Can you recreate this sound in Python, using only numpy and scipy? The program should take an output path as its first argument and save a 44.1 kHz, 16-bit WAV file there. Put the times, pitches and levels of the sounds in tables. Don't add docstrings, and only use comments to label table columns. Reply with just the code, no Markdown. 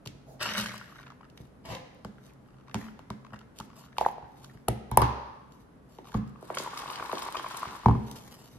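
import sys
import numpy as np
from scipy import signal
from scipy.fft import rfft, irfft, next_fast_len
from scipy.io import wavfile
from scipy.ndimage import uniform_filter1d

SR = 44100
rng = np.random.default_rng(int(sys.argv[2]) if len(sys.argv) > 2 else 0)


def digitize_waveform(pressure):
    field = np.atleast_2d(pressure).T
    bounded = np.clip(field, -1, 1)
    quanta = np.round(bounded * 32767).astype(np.int16)
    wavfile.write(sys.argv[1], SR, quanta)


N = 378378

# start in seconds, level in dB, brightest frequency in Hz.
PLASTIC_CLICKS = [(0.0548, -43, 4700), (1.299, -48.5, 3500), (1.656, -39.5, 4200), (1.947, -54, 11000),
                  (2.293, -58, 3000), (2.335, -54, 10000), (2.477, -59, 10000), (6.175, -46, 3100),
                  (6.276, -47, 4500), (0.073, -28.5, 3400), (0.4284, -22, 2960), (0.536, -27, 3940),
                  (0.58, -21, 5360), (0.61, -22.5, 4640), (0.66, -25, 2380), (0.779, -34.5, 5200),
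                  (1.3751, -39, 1990), (1.75, -31, 2600), (3.39, -44, 2840), (3.587, -33, 5800),
                  (4.444, -39.5, 4070), (5.018, -24, 4950), (5.5217, -48, 5280), (6.056, -54, 2850),
                  (8.113, -33, 7500)]
# start in seconds, clunk in dB, starting pitch in Hz,
# slab ring in dB, tick in dB.
STRAW_TAPS = [(0.06, -43, 1790, -44.5, -31), (2.048, -33.5, 1800, -40, -31.5), (2.744, -24, 1665, -35, -22),
              (2.754, -33, 1600, -33.5, -35), (2.992, -38.5, 1550, -52, -43),
              (3.103, -31.5, 1890, -37, -29.5), (3.324, -43, 1470, -50, -61),
              (3.333, -38.5, 1870, -47, -47), (3.342, -39, 1820, -65, -47), (3.601, -46, 1580, -45.5, -30)]
# start in seconds, level in dB.
HAND_NUDGES = [(0.067, -27.5), (0.147, -34.5), (1.399, -30.5), (1.662, -38), (4.227, -35.5), (4.385, -42),
               (4.548, -33.5), (7.667, -30), (8.552, -36.5)]
# start and length in seconds, then crunch, fizz and drag in dB.
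STIR_STROKES = [(0.39, 0.14, -32, -45, -44), (0.555, 0.062, -41.5, -48, -43)]
# start in seconds, level in dB, pitch in Hz.
ICE_BUMPS = [(0.409, -33, 1470), (0.454, -27.5, 1400), (0.49, -27, 1880), (0.554, -25, 1470),
             (0.573, -23.5, 1480), (0.658, -22.5, 1480), (0.686, -38, 1530), (0.715, -35, 1250),
             (0.74, -33.5, 1050), (0.766, -35, 1540), (0.812, -31.5, 1450), (0.888, -40.5, 1630),
             (0.923, -39.5, 1150), (0.988, -39, 1510), (1.036, -41, 1590), (1.066, -38.5, 1680),
             (1.102, -37, 1250), (1.117, -55, 1490), (1.207, -43, 1040), (1.23, -42, 1330),
             (2.182, -43.5, 1550), (2.049, -37, 920), (2.745, -39, 1040), (2.759, -35.5, 880),
             (3.103, -28.5, 962), (3.335, -30, 1290), (3.6, -30, 907), (3.608, -33, 1280),
             (2.812, -40, 1880), (2.843, -43, 1890), (2.884, -36, 1430), (3.967, -35, 1330),
             (4.048, -28, 1600), (4.242, -44, 1530), (4.443, -42.5, 1330), (4.681, -19, 1266),
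             (4.973, -19, 1320), (6.357, -40.5, 1150), (6.571, -17.5, 1020), (6.599, -31, 1040),
             (6.645, -31, 1080), (6.661, -26, 967), (6.674, -26.5, 920), (6.772, -29, 1150),
             (6.819, -29, 1110), (6.858, -29.5, 1010), (6.898, -28.5, 1070), (6.997, -24.5, 1110),
             (7.024, -24, 1080), (7.049, -30.5, 980), (7.094, -24.5, 1020), (7.115, -26.5, 1100),
             (7.171, -23.5, 1100), (7.222, -24.5, 1060), (7.262, -26, 1100), (7.285, -24.5, 1000),
             (7.345, -25, 1030), (7.353, -22, 1120), (7.395, -24, 1100), (7.443, -25, 1090),
             (7.462, -26, 1045), (7.51, -30, 1005), (7.545, -26.5, 1050), (7.629, -21, 1050),
             (7.654, -25, 1110)]
# start and length in seconds, level in dB, pitch in Hz.
SHIFT_SPELLS = [(0.441, 0.28, -38, 1710), (0.721, 0.41, -46, 1436), (1.211, 0.08, -50, 1250),
                (2.268, .07, -60, 1370), (2.46, .22, -56.5, 1290), (2.682, 0.2, -46, 1380),
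                (3.248, 0.17, -47.5, 1320), (3.701, 0.24, -51.5, 1215), (4.368, 0.21, -56, 1390),
                (6.044, 0.1, -46.5, 1060)]
# midpoint and length in seconds, level in dB.
FINGER_SLIDES = [(0.912, 0.58, -64.5), (1.42, 0.18, -66.5), (2.236, 0.24, -69.5), (2.827, 0.28, -58.5),
                 (3.603, 0.18, -63), (3.807, 0.18, -60.5), (4.054, 0.23, -53), (4.455, 0.49, -66),
                 (5.566, 0.25, -71.5), (5.956, 0.25, -69.5), (6.124, 0.23, -58), (6.282, 0.077, -71.5),
                 (7.742, 0.13, -52), (8.121, 0.33, -58.5), (8.366, 0.7, -58.5)]
# start and length in seconds, level in dB.
RUB_SPELLS = [(1.636, 0.013, -39.5), (1.666, 0.086, -38.5)]
# start in seconds, knock in dB, pitch in Hz, slab ring in dB,
# deep boom in dB relative to the ring, crack in dB, room send in dB.
CUP_BLOWS = [(3.983, -16, 890, -50, -9, -17, -3.5), (4.011, -12, 790, -55, 11, -27, 0),
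             (4.026, -27, 866, -50, -6, -37, -4), (4.062, -8.5, 836, -51, -7, -30, -7),
             (4.086, -26, 870, -61, 0, -35, -6), (4.181, -28, 730, -63, -38.5, -50, -25),
             (4.226, -37.5, 840, -65, 0, -54, -5), (4.6838, -12, 725, -26, 4.5, -18.5, -2),
             (4.915, -25.5, 880, -32.5, 10, -32, 6.5), (4.9733, -3, 896, -26, 8.5, -14, 0.5),
             (5.007, -23, 1055, -37, 10, -42, -7), (5.018, -18, 1040, -26, 10.5, -24.5, 12.5),
             (5.986, -34, 817, -61, -13, -42.5, 1.5), (6.143, -29.5, 1134, -27, -23, -34, 6),
             (6.147, -28.5, 870, -22, 0.5, -46, -7), (7.859, -6, 906, -13, -1.5, -27, -4.5),
             (7.884, -15, 876, -14.5, -2.5, -32, -14), (7.895, -16.5, 900, -29.5, 19, -41, -9.5),
             (7.910, -21, 990, -47, -5, -37.5, -5), (7.951, -26.5, 1000, -25, 7, -47, -17)]
# start in seconds, level in dB.
RIM_SNAPS = [(4.6812, -30.5), (4.6847, -10.5), (4.9142, -30), (4.973, -3.5), (5.0184, -21)]
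# start in seconds, level in dB, starting pitch in Hz, t60 in seconds.
AIR_GULPS = [(4.685, -19, 960, 0.019), (4.9735, -15.5, 1010, 0.013), (5.02, -23.5, 695, 0.024),
             (5.987, -37, 1010, .025), (6.427, -35.5, 1100, 0.023), (6.502, -23.5, 1510, 0.024),
             (6.572, -24.5, 1900, 0.021), (6.602, -31.5, 994, 0.031), (7.007, -34, 810, 0.012),
             (7.1295, -21.5, 1550, 0.035), (7.368, -32.5, 1070, 0.024)]
# start and length in seconds, level in dB.
CRACKLE_SURGES = [(6.4, 0.17, -68), (6.535, 0.12, -53), (6.765, 0.027, -46), (7.135, 0.068, -59.5),
                  (7.48, 0.074, -64), (7.555, 0.018, -42)]
# start in seconds, level in dB, pitch in Hz.
CLUMP_CRUNCHES = [(6.544, -35.5, 2380), (6.548, -34, 6800), (6.571, -27.5, 2780), (6.584, -24.5, 4940),
                  (6.774, -31, 4430), (6.791, -36, 2670), (6.798, -38, 6350), (6.819, -40, 2570),
                  (6.856, -52, 3160), (6.876, -39, 3050), (6.9, -34, 3200), (6.908, -41.5, 9000),
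                  (6.931, -36.5, 3150), (6.956, -32, 3420), (7.115, -36, 2940), (7.152, -33.5, 3380),
                  (7.181, -31.5, 3350), (7.22, -32.5, 4000), (7.228, -34.5, 8500), (7.25, -39, 7000),
                  (7.368, -30, 2650), (7.394, -39, 2080), (7.543, -37, 2260), (7.568, -35, 7000),
                  (7.594, -40, 9000), (7.679, -39.5, 2050), (7.707, -41, 3100)]

# frequency in Hz, level in dB, t60 in seconds.
SLAB_MODES = [(65.4, -8, 0.53), (79, -6.5, 0.13), (93, -13, 0.19), (117.8, 2, 0.23), (134.4, -10, 0.5),
              (164.8, -10, 0.2), (190.2, -5.5, 0.48), (214.8, 2.5, 0.4), (233.5, -10.5, 0.23),
              (270, -8, 0.12), (324, -17.5, 0.034), (412, -3, 0.015), (386, -9, 0.043)]
# multiple of the pitch, level in dB, t60 in seconds.
CUBE_MODES = [(0.721, -4.5, 0.0068), (1.001, -2, 0.0096), (1.3, -6.5, 0.0069), (2.201, -17.5, 0.0069)]
CUP_MODES = [(0.702, -2, 0.02), (0.999, 22.5, 0.0081), (1.168, -32, .012)]
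# frequency in Hz, level in dB, t60 in seconds.
ROOM_BANDS = [(102, 6.5, 0.14), (404, 3.5, 0.9), (790, 0.5, 0.86), (1130, -0.5, 1), (1420, 2, 0.97),
              (1870, 8, 0.93), (4200, 6, 0.9), (6000, 5.5, 0.86), (8100, 1, 0.48), (14970, 4.5, 0.24)]
# frequency in Hz, lead of the left port in radians.
PORT_PHASE = [(1400, 0), (2200, 1.4), (3300, 1.5), (4400, 4.2), (6000, 3.7), (8000, 2.8), (11300, .1),
              (13500, -.8)]

# frequency in Hz, level in dB.
AIR_SPECTRUM = [(15, -51.5), (25, 19.5), (90, -6.5), (128, -0.5), (264, -1.5), (354, -10.5), (415, -8.5),
                (673, -15), (1350, -21), (2700, -34), (5280, -41), (8550, -44), (10600, -40.5),
                (13100, -46.5), (15000, -59.5)]
SLEEVE_SPECTRUM = [(250, -14), (500, 6), (800, 6), (1300, -50), (5000, -25.5)]
STIR_SPECTRUM = [(180, -41), (300, -4), (421, -9), (548, 0.5), (598, 9.5), (653, -5), (808, -2.5),
                 (1510, 6), (2070, -1.5), (2300, -7), (2900, -4.5), (3500, -10.5), (6000, -9.5),
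                 (7800, -53), (13200, -120)]
ICE_FIZZ_SPECTRUM = [(2300, -25), (4000, -3), (6000, -12), (8000, -3), (10500, -9), (13000, -9),
                     (15000, -27)]
TICK_SPECTRUM = [(300, -16), (700, 2.5), (1500, 6.5), (3000, 2), (6000, -2.5), (13000, -22.5)]
SKIN_SPECTRUM = [(1000, -2), (2500, -14), (5000, -13), (8000, -13.5), (11000, -14), (13500, -12.5),
                 (15000, -45)]
RUB_SPECTRUM = [(150, -5.5), (250, -9), (358, -13), (505, -12.5), (680, -9.5), (930, -8), (1390, -22.5),
                (2200, -21.5), (3270, -26), (4300, -28), (7560, -34.5), (8970, -36), (12600, -36),
                (15000, -43)]
PLASTIC_CRACK_SPECTRUM = [(700, -18), (1500, 9.5), (2800, 5.5), (5000, 0.5), (8000, -6.5), (12000, -7),
                          (15000, -12)]
SLOSH_SPECTRUM = [(120, -54), (200, -34), (277, -4), (374, -4.5), (526, -6), (650, -9), (800, 2.5),
                  (1080, 6), (1400, -3.5), (2400, -24), (5000, -60)]
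ICE_CHIP_SPECTRUM = [(600, -17), (1400, 4.5), (2300, -2.5), (3200, -2), (5000, -6), (8000, -14.5),
                     (13000, -25)]
SCATTER_SPECTRUM = [(700, -20), (1500, -9), (2500, 9.5), (7000, 7), (11000, -9.5)]


def undb(db):
    return 10 ** (np.asarray(db) / 20)


def unit(x):
    return x / np.sqrt(np.mean(x ** 2))


def peak(x):
    return x / np.abs(x).max()


def along(table, hz, column=1):
    rows = np.array(table, float)
    return np.interp(np.log(hz + 1), np.log(rows[:, 0]), rows[:, column])


def shape(x, response):
    size = next_fast_len(x.shape[-1] + SR // 2, True)
    hz = np.arange(size // 2 + 1) * SR / size
    return irfft(rfft(x, size) * response(hz), size)[..., :x.shape[-1]]


def colour(x, spectrum):
    return shape(x, lambda hz: undb(along(spectrum, hz)))


def band(x, hz, q):
    resonance = signal.iirpeak(hz, q, fs=SR)
    return signal.lfilter(*resonance, signal.lfilter(*resonance, x))


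def fade(t, t60_s):
    return np.exp(-np.log(1000) * t / t60_s)


def add(track, start_s, sound):
    start = max(int(start_s * SR), 0)
    track[start:start + len(sound)] += sound[:max(N - start, 0)]


def envelope(start_s, length_s, attack_s, t60_s, sag_db_per_s=0):
    t = np.maximum(np.arange(N) / SR - start_s, 0)
    attack = np.minimum(t / attack_s, 1) ** 2
    return attack * undb(-sag_db_per_s * t) * fade(np.maximum(t - length_s, 0), t60_s)


def movements(table, db_column=2, **timing):
    return sum(undb(row[db_column]) * envelope(row[0], row[1], **timing) for row in table)


def flicker(rate_hz, depth_db):
    hold = int(SR / rate_hz)
    steps = np.repeat(rng.standard_normal(N // 50), hold)[:N]
    return undb(depth_db * uniform_filter1d(np.clip(steps, -2, 2), hold // 2))


def grains(per_s, spread_db):
    hits = (rng.random(N) < per_s / SR) * rng.choice([-1, 1], N)
    return unit(hits * undb(spread_db * np.minimum(rng.exponential(size=N), 4)))


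def burst(decay_s):
    t = np.arange(SR // 30) / SR
    noise = rng.standard_normal(len(t)) * fade(t, decay_s)
    for _ in range(4):
        white = irfft(np.exp(1j * np.angle(rfft(noise))), len(t))
        noise = white * fade(t, 2 * decay_s)
    return unit(noise) * np.sqrt(decay_s * SR / (14 * len(t)))


def knock(hz, modes, rise_s):
    t = np.arange(SR // 20) / SR
    ring = sum(undb(db) * fade(t, t60_s) * np.sin(2 * np.pi * hz * ratio * t)
               for ratio, db, t60_s in modes)
    return peak(ring * (1 - np.exp(-t / rise_s)) ** 2)


def clunk(hz, t60_s, halving_s):
    t = np.arange(SR // 20) / SR
    phase = 2 * np.pi * hz * halving_s * np.log1p(t / halving_s)
    return peak(np.sin(phase) * fade(t, t60_s) * (1 - np.exp(-t * hz)))


def diffuse_noise(alike_below_hz):
    mid, side = rng.standard_normal((2, N))
    side = shape(side, lambda hz: hz / np.hypot(hz, alike_below_hz))
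    return np.array([mid + side, mid - side])


def kitchen_air(air_db=-50, hum_hz=132, hum_db=-62):
    hum = unit(shape(rng.standard_normal(N), lambda hz: 1 / (1 + ((hz - hum_hz) / 4) ** 2)))
    air = unit(colour(diffuse_noise(alike_below_hz=417), AIR_SPECTRUM))
    return undb(air_db) * air + undb(hum_db) * hum


def plastic_clicks(trim_db=-3, q=0.8):
    out = np.zeros(N)
    for start_s, db, hz in PLASTIC_CLICKS:
        click = signal.lfilter(*signal.iirpeak(hz, q, fs=SR), burst(decay_s=0.029))
        add(out, start_s, undb(db + trim_db) * peak(click))
    return out


def slab_ring(boom_db, vary_db=1, detune=0.0097):
    t = np.arange(SR * 3 // 4) / SR
    ring = np.zeros(len(t))
    for hz, db, t60_s in SLAB_MODES:
        size, pitch = rng.standard_normal(2)
        gain = undb(db + along([(85, boom_db), (200, 0.031)], hz) + vary_db * size)
        ring += gain * fade(t, t60_s) * np.sin(2 * np.pi * hz * (1 + detune * pitch) * t)
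    return ring


def straw_taps(tick_cutoff_hz=4500):
    cup, slab = np.zeros((2, N))
    lowpass = signal.butter(1, tick_cutoff_hz, fs=SR)
    for start_s, db, hz, slab_db, tick_db in STRAW_TAPS:
        add(cup, start_s, undb(db) * clunk(hz, t60_s=0.015, halving_s=0.00195))
        add(cup, start_s, undb(tick_db) * peak(signal.lfilter(*lowpass, burst(decay_s=0.00605))))
        ring = slab_ring(boom_db=-17)
        add(slab, start_s, undb(slab_db) * ring * fade(np.arange(len(ring)) / SR, t60_s=1))
    return cup, slab


def hand_nudges():
    slab = np.zeros(N)
    for start_s, db in HAND_NUDGES:
        ring = peak(slab_ring(boom_db=6))
        add(slab, start_s, undb(db) * ring * fade(np.arange(len(ring)) / SR, t60_s=0.018))
    return slab


def sleeve_swish(level_db=-55):
    swish = unit(colour(rng.standard_normal(N), SLEEVE_SPECTRUM))
    return undb(level_db) * swish * envelope(start_s=0.246, length_s=0.088, attack_s=0.038, t60_s=0.15)


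def stirring(crunch_trim_db=-2, drag_trim_db=1, judder_hz=212, judder_db=-32.5):
    stroke = dict(attack_s=0.024, t60_s=0.91, sag_db_per_s=38)
    grip = flicker(rate_hz=110, depth_db=3.2)
    crunch = colour(grains(per_s=1500, spread_db=2.2) * grip, STIR_SPECTRUM)
    crunch /= np.std(shape(crunch, lambda hz: (hz > 1000) & (hz < 3500)))
    fizz = unit(colour(grains(per_s=1200, spread_db=3.5) * grip, ICE_FIZZ_SPECTRUM))
    ring = slab_ring(boom_db=-9)
    drag = rng.standard_normal(N) * movements(STIR_STROKES, db_column=4, **stroke)
    hum = signal.fftconvolve(drag, ring / np.linalg.norm(ring))[:N]
    judder = np.sin(2 * np.pi * judder_hz * np.arange(N) / SR)
    judder *= envelope(start_s=0.564, length_s=0.069, attack_s=0.019, t60_s=0.17)
    return (undb(crunch_trim_db) * crunch * movements(STIR_STROKES, **stroke)
            + fizz * movements(STIR_STROKES, db_column=3, **stroke)
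            + undb(drag_trim_db) * hum + undb(judder_db) * judder)


def cube_bump(hz, rise_s=0.002, rebound_db=-8, rebound_s=0.0022):
    lag, pitch = rng.uniform(-1, 1, 2)
    hit = knock(hz, CUBE_MODES, rise_s)
    rebound = knock(hz * np.exp(pitch / 5), CUBE_MODES, rise_s)
    delay = int(SR * rebound_s * (1 + lag / 2))
    return hit + undb(rebound_db) * np.pad(rebound, (delay, 0))[:len(hit)]


def ice_bumps(trim_db=-1):
    out = np.zeros(N)
    for start_s, db, hz in ICE_BUMPS:
        add(out, start_s, undb(db + trim_db) * cube_bump(hz))
    return out


def shifting_ice(bump_db=1.5, tick_db=-10, gap_s=0.015, gap_spread=0.59, spread_db=2, pitch_spread=0.2):
    bumps, ticks = np.zeros((2, N))
    for start_s, length_s, db, hz in SHIFT_SPELLS:
        spacings, sizes, pitches = rng.standard_normal((48, 3)).T
        gaps_s = gap_s * np.exp(gap_spread * spacings)
        for offset_s, size, pitch in zip(np.cumsum(gaps_s) - gaps_s, sizes, pitches):
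            gain = undb(db + spread_db * size)
            tick = burst(decay_s=0.021)
            if offset_s < length_s:
                add(bumps, start_s + offset_s, gain * cube_bump(hz * np.exp(pitch_spread * pitch)))
                add(ticks, start_s + offset_s, gain * tick)
    return undb(bump_db) * bumps + undb(tick_db) * colour(ticks, TICK_SPECTRUM)


def finger_slides(trim_db=1):
    pressure = np.zeros(N)
    for middle_s, length_s, db in FINGER_SLIDES:
        add(pressure, middle_s - length_s / 2, undb(db) * np.hanning(int(length_s * SR)))
    slips = grains(per_s=2300, spread_db=4) * flicker(rate_hz=45, depth_db=4)
    return undb(trim_db) * unit(colour(slips, SKIN_SPECTRUM)) * pressure


def brief_rub(trim_db=-3):
    slips = grains(per_s=2500, spread_db=3) * flicker(rate_hz=140, depth_db=2)
    motion = movements(RUB_SPELLS, attack_s=0.022, t60_s=0.15, sag_db_per_s=53)
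    return undb(trim_db) * unit(colour(slips, RUB_SPECTRUM)) * motion


def rub_squeak(pitch_hz=506, waver_depth=0.04, level_db=-43.5, octave_db=-6):
    waver = unit(uniform_filter1d(rng.standard_normal(N), SR // 100))
    phase = 2 * np.pi * np.cumsum(pitch_hz * (1 + waver_depth * waver)) / SR
    tone = (np.sin(phase) + undb(octave_db) * np.sin(2 * phase)) * flicker(rate_hz=150, depth_db=4)
    return undb(level_db) * tone * envelope(start_s=1.712, length_s=0.027, attack_s=0.02, t60_s=0.26)


def cup_blows(crack_trim_db=-6, slab_trim_db=-7, knock_lag_s=0.00048, crack_lead_s=0.001):
    cup, send, slab = np.zeros((3, N))
    for start_s, db, hz, slab_db, boom_db, crack_db, room_db in CUP_BLOWS:
        body = undb(db) * knock(hz, CUP_MODES, rise_s=0.0015)
        impact = np.pad(burst(decay_s=0.006), (SR // 200, 0))
        crack = undb(crack_db + crack_trim_db) * colour(impact, PLASTIC_CRACK_SPECTRUM)[SR // 250:]
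        for lag_s, sound, send_db in ((knock_lag_s, body, room_db), (-crack_lead_s, crack, room_db - 1)):
            add(cup, start_s + lag_s, sound)
            add(send, start_s + lag_s, undb(send_db) * sound)
        add(slab, start_s, undb(slab_db + slab_trim_db) * slab_ring(boom_db))
    return cup, send, slab


def lid_snaps(rim_hz=10400, width_hz=4500, trim_db=-1):
    out = np.zeros(N)
    for start_s, db in RIM_SNAPS:
        ring = band(burst(decay_s=0.0061), rim_hz, q=rim_hz / width_hz)
        add(out, start_s, undb(db + trim_db) * peak(ring))
    return out


def air_gulps():
    out = np.zeros(N)
    for start_s, db, hz, t60_s in AIR_GULPS:
        add(out, start_s, undb(db) * clunk(hz, t60_s, halving_s=0.002))
    return out


def tumbling(spectrum, per_s, spread_db, side_db=-7):
    mid = grains(per_s, spread_db)
    side = undb(side_db) * grains(per_s, spread_db)
    return unit(colour(np.array([mid + side, mid - side]), spectrum))


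def swirling(slosh_db=-45, chips_db=-51, fizz_db=-59, crunch_trim_db=3, crunch_s=0.0079):
    slosh = tumbling(SLOSH_SPECTRUM, per_s=700, spread_db=2.5) * flicker(rate_hz=70, depth_db=3)
    chips = tumbling(ICE_CHIP_SPECTRUM, per_s=1200, spread_db=3) * flicker(rate_hz=110, depth_db=3.5)
    fizz = tumbling(ICE_FIZZ_SPECTRUM, per_s=700, spread_db=4.5) * flicker(rate_hz=160, depth_db=3.5)
    crunches = np.zeros(N)
    window = np.hanning(int(crunch_s * SR))
    for start_s, db, hz in CLUMP_CRUNCHES:
        crunch = band(rng.standard_normal(len(window)) * window, hz, q=0.95)
        add(crunches, start_s - crunch_s / 5, undb(db + crunch_trim_db) * peak(crunch))
    drink = undb(slosh_db) * slosh + undb(chips_db) * chips + undb(fizz_db) * fizz
    motion = envelope(start_s=6.274, length_s=1.385, attack_s=0.36, t60_s=1.5)
    surges = movements(CRACKLE_SURGES, attack_s=0.016, t60_s=0.024)
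    return motion * drink + surges * fizz + crunches


def bending_waves(x, delay_at_1khz_s=0.002804):
    return shape(x, lambda hz: np.exp(-4j * np.pi * delay_at_1khz_s * np.sqrt(1000 * hz)))


def scatter(x, level_db=-4, crossfade_s=0.07):
    t = np.arange(SR // 150) / SR
    paths = rng.standard_normal((6, 2, len(t))) * fade(t, t60_s=0.008)
    paths /= np.linalg.norm(paths, axis=2, keepdims=True)
    treble = colour(x, SCATTER_SPECTRUM)
    position = np.arange(N) / SR / crossfade_s
    out = np.zeros((2, N))
    for k, path in enumerate(paths):
        share = np.sin(np.pi / 2 * np.minimum((position - k) % len(paths), 2))
        out += signal.oaconvolve((treble * share)[None], path, axes=1)[:, :N]
    return undb(level_db) * out


def kitchen_echo(x, gap_s=0.00043, early_db=5, early_t60_s=0.13):
    hz, t, cells = signal.stft(diffuse_noise(alike_below_hz=400)[:, :SR], SR, nperseg=256)
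    late = fade(t, along(ROOM_BANDS, hz, column=2)[:, None])
    early = undb(early_db) * fade(t, early_t60_s)
    cells *= (early + late) * undb(along(ROOM_BANDS, hz))[:, None]
    response = signal.istft(cells, SR)[1] / np.sqrt(SR / 10)
    response *= np.clip(np.arange(response.shape[1]) / SR / gap_s - 1, 0, 1)
    return signal.fftconvolve(x[None], response, axes=1)[:, :N]


def scene(direct_pan_db=1, slab_pan_db=-2, slab_skew_s=0.0002):
    blows, blow_send, blow_slab = cup_blows()
    nudges = hand_nudges()
    taps, tap_slab = straw_taps()
    slab = bending_waves(blow_slab + nudges + tap_slab)
    handling = ice_bumps() + plastic_clicks() + stirring() + finger_slides() + shifting_ice()
    swirl, lid, gulps = swirling(), lid_snaps(), air_gulps()
    rubbing = brief_rub() + sleeve_swish() + rub_squeak()
    close = blows + taps + lid + gulps + handling + rubbing
    sides = np.array([[0.5], [-0.5]])
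    direct = shape(close + swirl, lambda hz: np.exp(1j * sides * along(PORT_PHASE, hz))) + scatter(close)
    felt = shape(slab, lambda hz: np.exp(2j * np.pi * hz * sides * slab_skew_s))
    echo = kitchen_echo(undb(-9) * blow_send + undb(-22) * lid + undb(-8) * gulps + undb(-14) * handling
                        + undb(-13) * swirl[0] + undb(-11) * taps + undb(-4) * rubbing + undb(-7) * slab)
    return direct * undb(sides * direct_pan_db) + felt * undb(sides * slab_pan_db) + echo + kitchen_air()


def record(dry, low_cut_hz=57, droop_db=-8, top_hz=15900):
    lean = shape(dry, lambda hz: hz ** 5 / np.hypot(hz ** 5, low_cut_hz ** 5))
    dull = colour(lean, [(12500, 0.015), (15000, droop_db)])
    return signal.sosfilt(signal.ellip(8, 0.2, 70, top_hz, fs=SR, output="sos"), dull)


dry = scene()
out = record(dry)
digitize_waveform(out)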